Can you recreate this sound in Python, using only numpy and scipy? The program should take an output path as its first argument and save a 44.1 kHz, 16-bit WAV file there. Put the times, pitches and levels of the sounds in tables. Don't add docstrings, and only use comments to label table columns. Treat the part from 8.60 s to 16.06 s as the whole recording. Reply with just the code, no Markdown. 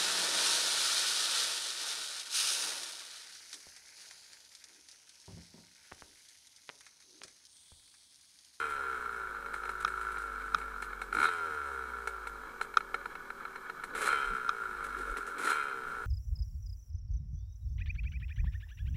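import sys
import numpy as np
from scipy import signal
from scipy.fft import rfft, irfft
from scipy.io import wavfile

SR = 44100
rng = np.random.default_rng(int(sys.argv[2]) if len(sys.argv) > 2 else 0)


def generate_wav(signal):
    frames = np.transpose(np.atleast_2d(signal))
    scaled = np.clip(frames, -1, 1) * 32767
    pcm = np.round(scaled).astype(np.int16)
    wavfile.write(sys.argv[1], SR, pcm)


N = 328986
TIME_S = np.arange(N) / SR
FREQS_HZ = np.fft.rfftfreq(8192, 1 / SR)

# (start [s], end [s], pull [Hz/s], first firing [dB], last firing [dB],
# chain clatter [dB], gear rasp [dB], fin buzz [dB])
BLIPS = [(-.2, -.05, 356.5, -30, -20, -37, -32, -43.5), (2.536, 2.67, 380.6, -22, -15, -43.5, -38.5, -49),
         (5.347, 5.501, 261.5, -34, -26, -40.5, -34, -42),
         (6.783, 6.94, 231.3, -36, -20, -41.5, -38.5, -44.5)]
# (start [s], end [s], pull [Hz/s])
FEATHERS = [(.807, 1.492, 25.87), (1.729, 2.06, 22.56)]
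# (time [s], strength [dB])
FIRINGS = [(0.8611, -32), (0.9408, -27.5), (1.035, -30), (1.055, -31), (1.0921, -26.5), (1.2784, -27),
           (1.5715, -30), (1.9853, -31.5), (2.0152, -34), (2.225, -25.5), (2.3308, -33), (2.4174, -25),
           (2.6881, -24.5), (3.474, -22), (3.671, -29), (4.0132, -21), (4.141, -31.5), (4.2068, -28.5),
           (4.3438, -20.5), (4.4575, -27), (4.554, -31), (4.7032, -29), (4.8525, -30), (4.9589, -30),
           (5.0982, -28), (5.237, -28), (5.3506, -28.5), (5.5285, -21), (6.5684, -27.5), (6.874, -21.5)]
# (time [s], strength [dB])
POPS = [(1.2481, -13.5), (1.9458, -12), (4.1704, -8), (5.8917, -15)]
# (time [s], gain [dB])
ENGINE_TRIM = [(0, -.5), (.66, 1), (.95, -1), (1.39, 3.5), (1.97, 2.5), (2.5, -4), (3.05, -2.5), (3.33, -3),
               (3.55, -3.5), (4.5, -12), (4.9, -5.5), (5.3, -9), (5.55, 4.5), (5.9, 0), (6.5, 7), (6.95, 2),
               (7.15, -3), (7.46, 0.5)]
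# (crank speed [Hz], ratio [dB])
RING_SCRAPE = [(40, 3), (55, -3), (68, -10), (85, -12)]
# (frequency [Hz], width [Hz], gain [dB])
METAL_MODES = [(910, 264, -18.5), (1170, 36, -29), (1316, 83, -3), (1374.4, 56, 4.5), (1480, 160, -1.5),
               (1687, 160, -12.5), (2203, 90, -13), (2520, 590, -28.5), (3060, 270, -39.5),
               (3763, 130, -28.5), (4137, 64, -24), (5100, 220, -35), (5860, 190, -32), (7100, 230, -38),
               (8250, 150, -31), (10120, 260, -34)]
# (frequency [Hz], width [Hz], gain [dB])
FIN_MODES = [(2090, 78, 11), (2306, 115, 12), (2488, 44, 9.5), (2770, 84, 0.5), (3070, 31, 3.5),
             (3170, 116, 2.5), (3800, 103, -6), (4113, 73, -1.5), (5210, 170, -15), (8310, 640, -15.5)]
# (frequency [Hz], width [Hz], gain [dB])
PIPE_MODES = [(153, 63, -56), (308, 29, -11.5), (401, 36, 6.5), (456.2, 44.7, 9.5), (559, 9.5, 4),
              (767, 50, -1), (910, 214, -1.5), (970, 52, 3.5)]
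# (frequency [Hz], width [Hz], gain [dB])
AIRBOX_MODES = [(172, 330, -13), (244, 35, 6.5), (380.8, 45, 10.5), (562, 12.5, 4.5)]
# (frequency [Hz], gain [dB])
FIRING_COLOUR = [(300, -27), (900, 6.5), (1400, -9), (1800, 12), (2300, 8), (3100, 11), (4100, 9.5),
                 (6000, 5), (10000, 8.5), (15000, 1)]
# (frequency [Hz], gain [dB], length [s])
POP_WAVE = [(1347, 1.5, 0.00535), (2467, -24, 0.011), (3240, -23, 0.0072), (3770, -14.5, 0.0032),
            (5280, -16.5, 0.002), (6340, -27.5, 0.0058), (9600, -37.5, 0.0041)]
# (frequency [Hz], gain [dB], length [s])
BARK_WAVE = [(1407, 2.5, 0.0067), (2238, -12.5, 0.0043), (4000, -19, 0.0039)]
# (time [s], relative level [dB])
THROB_LEVEL = [(0, -59), (1.1, -52.5), (1.75, -48), (2.57, -48), (2.7, -62), (3.2, -50.5), (3.75, -50.5),
               (3.98, -62), (4.4, -55.5), (5.05, -72), (5.35, -59.5), (5.92, -65.5), (6.45, -45.5),
               (6.85, -69.5), (7.25, -68), (7.46, -52)]
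# (frequency [Hz], width [Hz], gain [dB])
GEAR_MODES = [(392, 115, -14.5), (526, 19, -9), (842, 61, -16), (1060, 270, -14), (1271, 220, 0.5),
              (1477, 105, 1.5), (1690, 93, -3.5), (2247, 200, -11), (2600, 360, -43), (3220, 380, -24),
              (4030, 280, -22.5)]
# (time [s], length [s], frequency [Hz], width [Hz], level [dB])
ZINGS = [(2.665, 0.066, 3850, 400, -44), (5.48, .11, 4100, 90, -50), (5.57, 0.17, 3110, 130, -50),
         (6.903, 0.12, 4120, 130, -53)]
# (time [s], level [dB])
SLAPS = [(.1, -54), (0.936, -49), (1.053, -53), (1.092, -52), (1.202, -49.5), (1.277, -47.5), (1.41, -54),
         (1.518, -54), (1.582, -47.5), (1.81, -58), (1.983, -54), (2.221, -48), (2.416, -54), (2.527, -52),
         (3.473, -46.5), (3.671, -52), (4.011, -46), (4.17, -54), (4.343, -59), (5.238, -46.5),
         (5.351, -47), (5.416, -43), (6.241, -55), (6.385, -51), (6.5, -55), (6.571, -45.5), (6.665, -45.5),
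         (6.781, -46), (6.844, -41)]
# (frequency [Hz], gain [dB])
GRAVEL_COLOUR = [(300, -12.5), (1500, 17.5), (3000, 3.5), (4100, 5.5), (4600, -0.5), (6500, 0.5),
                 (8400, 6.5), (9300, 2.5), (10300, 4.5), (12000, -7.5), (15000, -10)]
# (time [s], length [s], centre [Hz], level [dB])
ROARS_AND_THUDS = [(1.257, 0.057, 170, -59), (1.96, 0.076, 166, -57), (2.594, 0.13, 333, -47.5),
                   (5.435, 0.21, 425, -45), (5.735, 0.062, 191.4, -54), (6.396, 0.082, 394, -49),
                   (6.502, 0.083, 426, -50), (6.585, 0.033, 408, -48.5), (6.681, 0.049, 419, -50),
                   (6.846, 0.15, 384.8, -46.5), (7.267, 0.067, 138.9, -62)]
# (time [s], level [dB])
RUMBLE_LEVEL = [(0, -62.5), (1.95, -61.5), (3.55, -66), (3.9, -58.5), (5.6, -59.5), (6.3, -57), (6.5, -71),
                (7.1, -60.5), (7.3, -55.5)]
# (frequency [Hz], gain [dB])
RUMBLE_COLOUR = [(20, 10), (45, 1), (90, -9), (170, 1), (260, -2), (400, -2), (560, -4), (650, -10),
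                 (900, -5), (2000, -18), (8000, -40)]
# (time [s], length [s], frequency [Hz], level [dB])
BUFFETS = [(5.703, 0.1, 29.8, -38.5), (6.522, 0.059, 36, -35.5)]
# (frequency [Hz], gain [dB])
HISS_COLOUR = [(20, -29), (500, -8.5), (5000, 0.5), (9000, -1), (12000, -3), (15500, -4.5)]

IDLE_HZ, COAST_S, KICK_HZ = 30.5, 0.95, 9.585
CRUISE_HZ = 60
RATTLE_DB, RATTLE_DB_PER_OCTAVE = -41.5, 14.5
PIPE_DB, PIPE_DB_PER_OCTAVE, AIRBOX_DB = -52, 12, -61.5
CHUFF_DB, FIN_DB, CHAIN_DB = -7, -27.5, -20
FIRE_LEAD_S, CHAIN_LEAD_S = 0.0092, .03
TOP_HZ = 15400


def undb(db):
    return 10 ** (np.asarray(db) / 20)


def unit(x):
    return x / np.sqrt(np.mean(x ** 2))


def curve(points):
    return np.interp(TIME_S, *np.transpose(points))


def colour(points):
    hz, db = np.transpose(points)
    return undb(np.interp(np.log(FREQS_HZ + 1), np.log(hz), db))


def resonances(modes):
    return sum(undb(db) / (1 + (2 * (FREQS_HZ - hz) / width_hz) ** 2) for hz, width_hz, db in modes)


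def excite(drive, ring):
    return signal.oaconvolve(drive, ring)[:N]


def filtered(drive, gain):
    cepstrum = irfft(np.log(gain))
    cepstrum[1:len(gain) - 1] *= 2
    cepstrum[len(gain):] = 0
    ring = irfft(np.exp(rfft(cepstrum)))
    return excite(drive, ring / np.abs(ring).max())


def burst(modes):
    age_s = TIME_S[:len(FREQS_HZ)]
    wave = 0
    for hz, db, length_s in modes:
        envelope = np.sin(np.pi * np.minimum(age_s / length_s, 1)) * np.exp(-age_s / length_s)
        wave += undb(db) * envelope * np.sin(2 * np.pi * hz * age_s)
    return wave / np.abs(wave).max()


def clicks(times_s, sizes):
    out, place = np.zeros(N), np.asarray(times_s)[:, None] * SR
    taps = np.floor(place).astype(int) + np.arange(-7, 9)
    shape = np.sinc(taps - place) * np.sinc((taps - place) / 8)
    np.add.at(out, np.clip(taps, 0, N - 1), np.asarray(sizes)[:, None] * shape)
    return out


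def wander(rate_hz):
    return np.interp(TIME_S * rate_hz, np.arange(N), rng.standard_normal(N))


def noise(gain):
    return unit(filtered(rng.standard_normal(N), gain))


def swell(at_s, length_s, db, gain):
    return undb(db) * np.exp(-(2 * (TIME_S - at_s) / length_s) ** 2) * noise(gain)


def crank_speed_hz():
    def coast(from_s):
        return np.exp(-np.maximum(TIME_S - from_s, 0) / COAST_S)
    pulls_hz = sum(pull * COAST_S * (coast(end_s) - coast(start_s))
                   for start_s, end_s, pull, *_ in BLIPS + FEATHERS)
    kicks_hz = sum(KICK_HZ * undb(db) * (TIME_S > at_s) * coast(at_s) for at_s, db in FIRINGS)
    return IDLE_HZ + pulls_hz + kicks_hz


def strokes(turns, phase_turns, scatter_db, jitter_s):
    times_s = np.interp(np.arange(int(turns[-1])) + phase_turns, turns, TIME_S)
    size, slip = rng.standard_normal((600, 2))[:len(times_s)].T
    return clicks(times_s + jitter_s * slip, undb(scatter_db * size))


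def load(levels_db, rise_db, release_s, lead_s=0):
    out = np.zeros(N)
    for (start_s, end_s, *_), db in zip(BLIPS, levels_db):
        top_s = end_s - lead_s
        climb = undb(np.interp(TIME_S, [start_s, top_s], [db - rise_db, db]))
        out += (TIME_S > start_s) * climb * np.exp(-np.maximum(TIME_S - top_s, 0) / release_s)
    return out


def piston_force(turns, crank_hz):
    top = strokes(turns, phase_turns=.1, scatter_db=1.5, jitter_s=.00003)
    bottom = strokes(turns, phase_turns=.58, scatter_db=2, jitter_s=.00005)
    blows = unit((top + undb(-4) * bottom) / np.sqrt(crank_hz))
    scrape = unit(rng.standard_normal(N) * undb(np.cos(2 * np.pi * (turns - .3))))
    share = undb(np.interp(crank_hz, *np.transpose(RING_SCRAPE)))
    return (blows + share * scrape) / np.hypot(1, share)


def piston(turns, crank_hz, shaking, buzz_db):
    force = piston_force(turns, crank_hz)
    cylinder = unit(filtered(force, resonances(METAL_MODES)))
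    fins = unit(filtered(force, resonances(FIN_MODES)))
    buzz = shaking * undb(FIN_DB) + load(buzz_db, rise_db=13, release_s=.15)
    return shaking * cylinder + buzz * fins


def ping(bangs):
    gas = excite(np.abs(bangs), np.exp(-TIME_S[:len(FREQS_HZ)] / .007)) * rng.standard_normal(N)
    drive = bangs + undb(-32) * gas
    body = resonances(METAL_MODES) * colour(FIRING_COLOUR) + undb(-14.5) * resonances(PIPE_MODES)
    return filtered(drive, body) + undb(-25) * drive


def blips(turns):
    bangs = np.zeros(N)
    for start_s, end_s, _, first_db, last_db, *_ in BLIPS:
        span_s = np.array([start_s, end_s]) - FIRE_LEAD_S
        firing_turns = np.arange(*np.interp(span_s, TIME_S, turns))
        times_s = np.interp(firing_turns, turns, TIME_S)
        bangs += clicks(times_s, undb(np.interp(times_s, span_s, [first_db, last_db])))
    return excite(bangs, burst(BARK_WAVE)) + undb(-6) * ping(bangs)


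def lone_firings():
    times_s, db = np.transpose(FIRINGS)
    bangs = clicks(times_s, undb(db))
    return ping(bangs) + undb(-1.5) * excite(bangs, burst(BARK_WAVE))


def pops():
    times_s, db = np.transpose(POPS)
    bangs = clicks(times_s, undb(db))
    rebounds = clicks(times_s + .009, undb(db - 23))
    return excite(bangs + rebounds, burst(POP_WAVE)) + undb(-13.5) * ping(bangs)


def chuff(turns, crank_hz):
    waves = strokes(turns, phase_turns=.1, scatter_db=2, jitter_s=.00004)
    return unit(excite(waves / np.sqrt(crank_hz), burst(BARK_WAVE[:1])))


def exhaust_and_intake(turns, crank_hz):
    puffs = strokes(turns, phase_turns=.1, scatter_db=.8, jitter_s=.00003)
    gulps = strokes(turns, phase_turns=.45, scatter_db=1, jitter_s=.00005)
    pipe = unit(filtered(puffs / np.sqrt(crank_hz), resonances(PIPE_MODES)))
    airbox = unit(filtered(gulps / crank_hz ** 1.16, resonances(AIRBOX_MODES)))
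    pipe_db = PIPE_DB + PIPE_DB_PER_OCTAVE * np.log2(crank_hz / CRUISE_HZ)
    return undb(pipe_db) * pipe + undb(AIRBOX_DB) * airbox


def throb(turns):
    level_db = curve(THROB_LEVEL) - 4 + 0.59 * wander(rate_hz=7.6)
    return undb(level_db) * unit(np.sin(2 * np.pi * turns))


def drivetrain(turns, rasp_db):
    rasp = load(rasp_db, rise_db=13, release_s=.06, lead_s=CHAIN_LEAD_S)
    mesh = rng.standard_normal(N) * undb(2 * np.cos(2 * np.pi * turns) + 2.6 * wander(rate_hz=33))
    drive = strokes(turns, phase_turns=.3, scatter_db=1.5, jitter_s=.00002)
    backlash = strokes(turns, phase_turns=.75, scatter_db=1.5, jitter_s=.00002)
    gears = resonances(GEAR_MODES)
    whirr = np.hypot(undb(-48), undb(-4) * rasp) * unit(filtered(mesh, gears))
    teeth = rasp * unit(filtered(drive + backlash, gears))
    zings = sum(swell(at_s, length_s, db, resonances([(hz, width_hz, 0)]))
                for at_s, length_s, hz, width_hz, db in ZINGS)
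    return whirr + teeth + zings


def stones_and_chain(turns, shaking, clatter_db, ticks_per_s=4000, spread_db=3, slap_decay_s=.019):
    ticks = (rng.random(N) < ticks_per_s / SR) * rng.choice([-1, 1], N)
    sizes = undb(spread_db * np.minimum(rng.exponential(size=N), 4))
    surge = undb(0.8 * np.cos(2 * np.pi * (turns - .15)) + 2.06 * wander(rate_hz=53))
    grains = unit(filtered(ticks * sizes * surge, colour(GRAVEL_COLOUR)))
    slaps = sum(undb(db) * (TIME_S > at_s) * np.exp(-np.abs(TIME_S - at_s) / slap_decay_s)
                for at_s, db in SLAPS)
    clatter = load(clatter_db, rise_db=12.5, release_s=.035, lead_s=CHAIN_LEAD_S)
    return (shaking * undb(CHAIN_DB) + slaps + clatter) * grains


def roars_and_thuds():
    return sum(swell(at_s, length_s, db, resonances([(hz, 0.95 * hz, 0)]) ** 2)
               for at_s, length_s, hz, db in ROARS_AND_THUDS)


def tyres():
    return undb(curve(RUMBLE_LEVEL) + 2.2 * wander(rate_hz=11)) * noise(colour(RUMBLE_COLOUR))


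def buffets():
    out = np.zeros(N)
    for at_s, length_s, hz, db in BUFFETS:
        age_s = TIME_S - at_s
        out += undb(db) * np.exp(-8 * (age_s / length_s) ** 2) * np.sin(2 * np.pi * hz * age_s)
    return out


def hiss():
    return undb(-65.5) * noise(colour(HISS_COLOUR))


def scene():
    crank_hz = crank_speed_hz()
    turns = np.cumsum(crank_hz) / SR
    *_, clatter_db, rasp_db, buzz_db = np.transpose(BLIPS)
    trim_db = curve(ENGINE_TRIM)
    shaking = undb(RATTLE_DB + RATTLE_DB_PER_OCTAVE * np.log2(crank_hz / CRUISE_HZ) + trim_db)
    engine = piston(turns, crank_hz, shaking, buzz_db)
    engine += shaking * undb(CHUFF_DB) * chuff(turns, crank_hz)
    engine += throb(turns) + drivetrain(turns, rasp_db)
    engine += undb(0.16 * trim_db) * exhaust_and_intake(turns, crank_hz)
    engine += lone_firings() + pops() + blips(turns)
    ground = tyres() + stones_and_chain(turns, shaking, clatter_db)
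    return (engine + ground + hiss() + roars_and_thuds() + buffets())[None]


def record(dry):
    return signal.sosfilt(signal.ellip(12, .2, 70, TOP_HZ, fs=SR, output="sos"), dry)


dry = scene()
out = record(dry)
generate_wav(out)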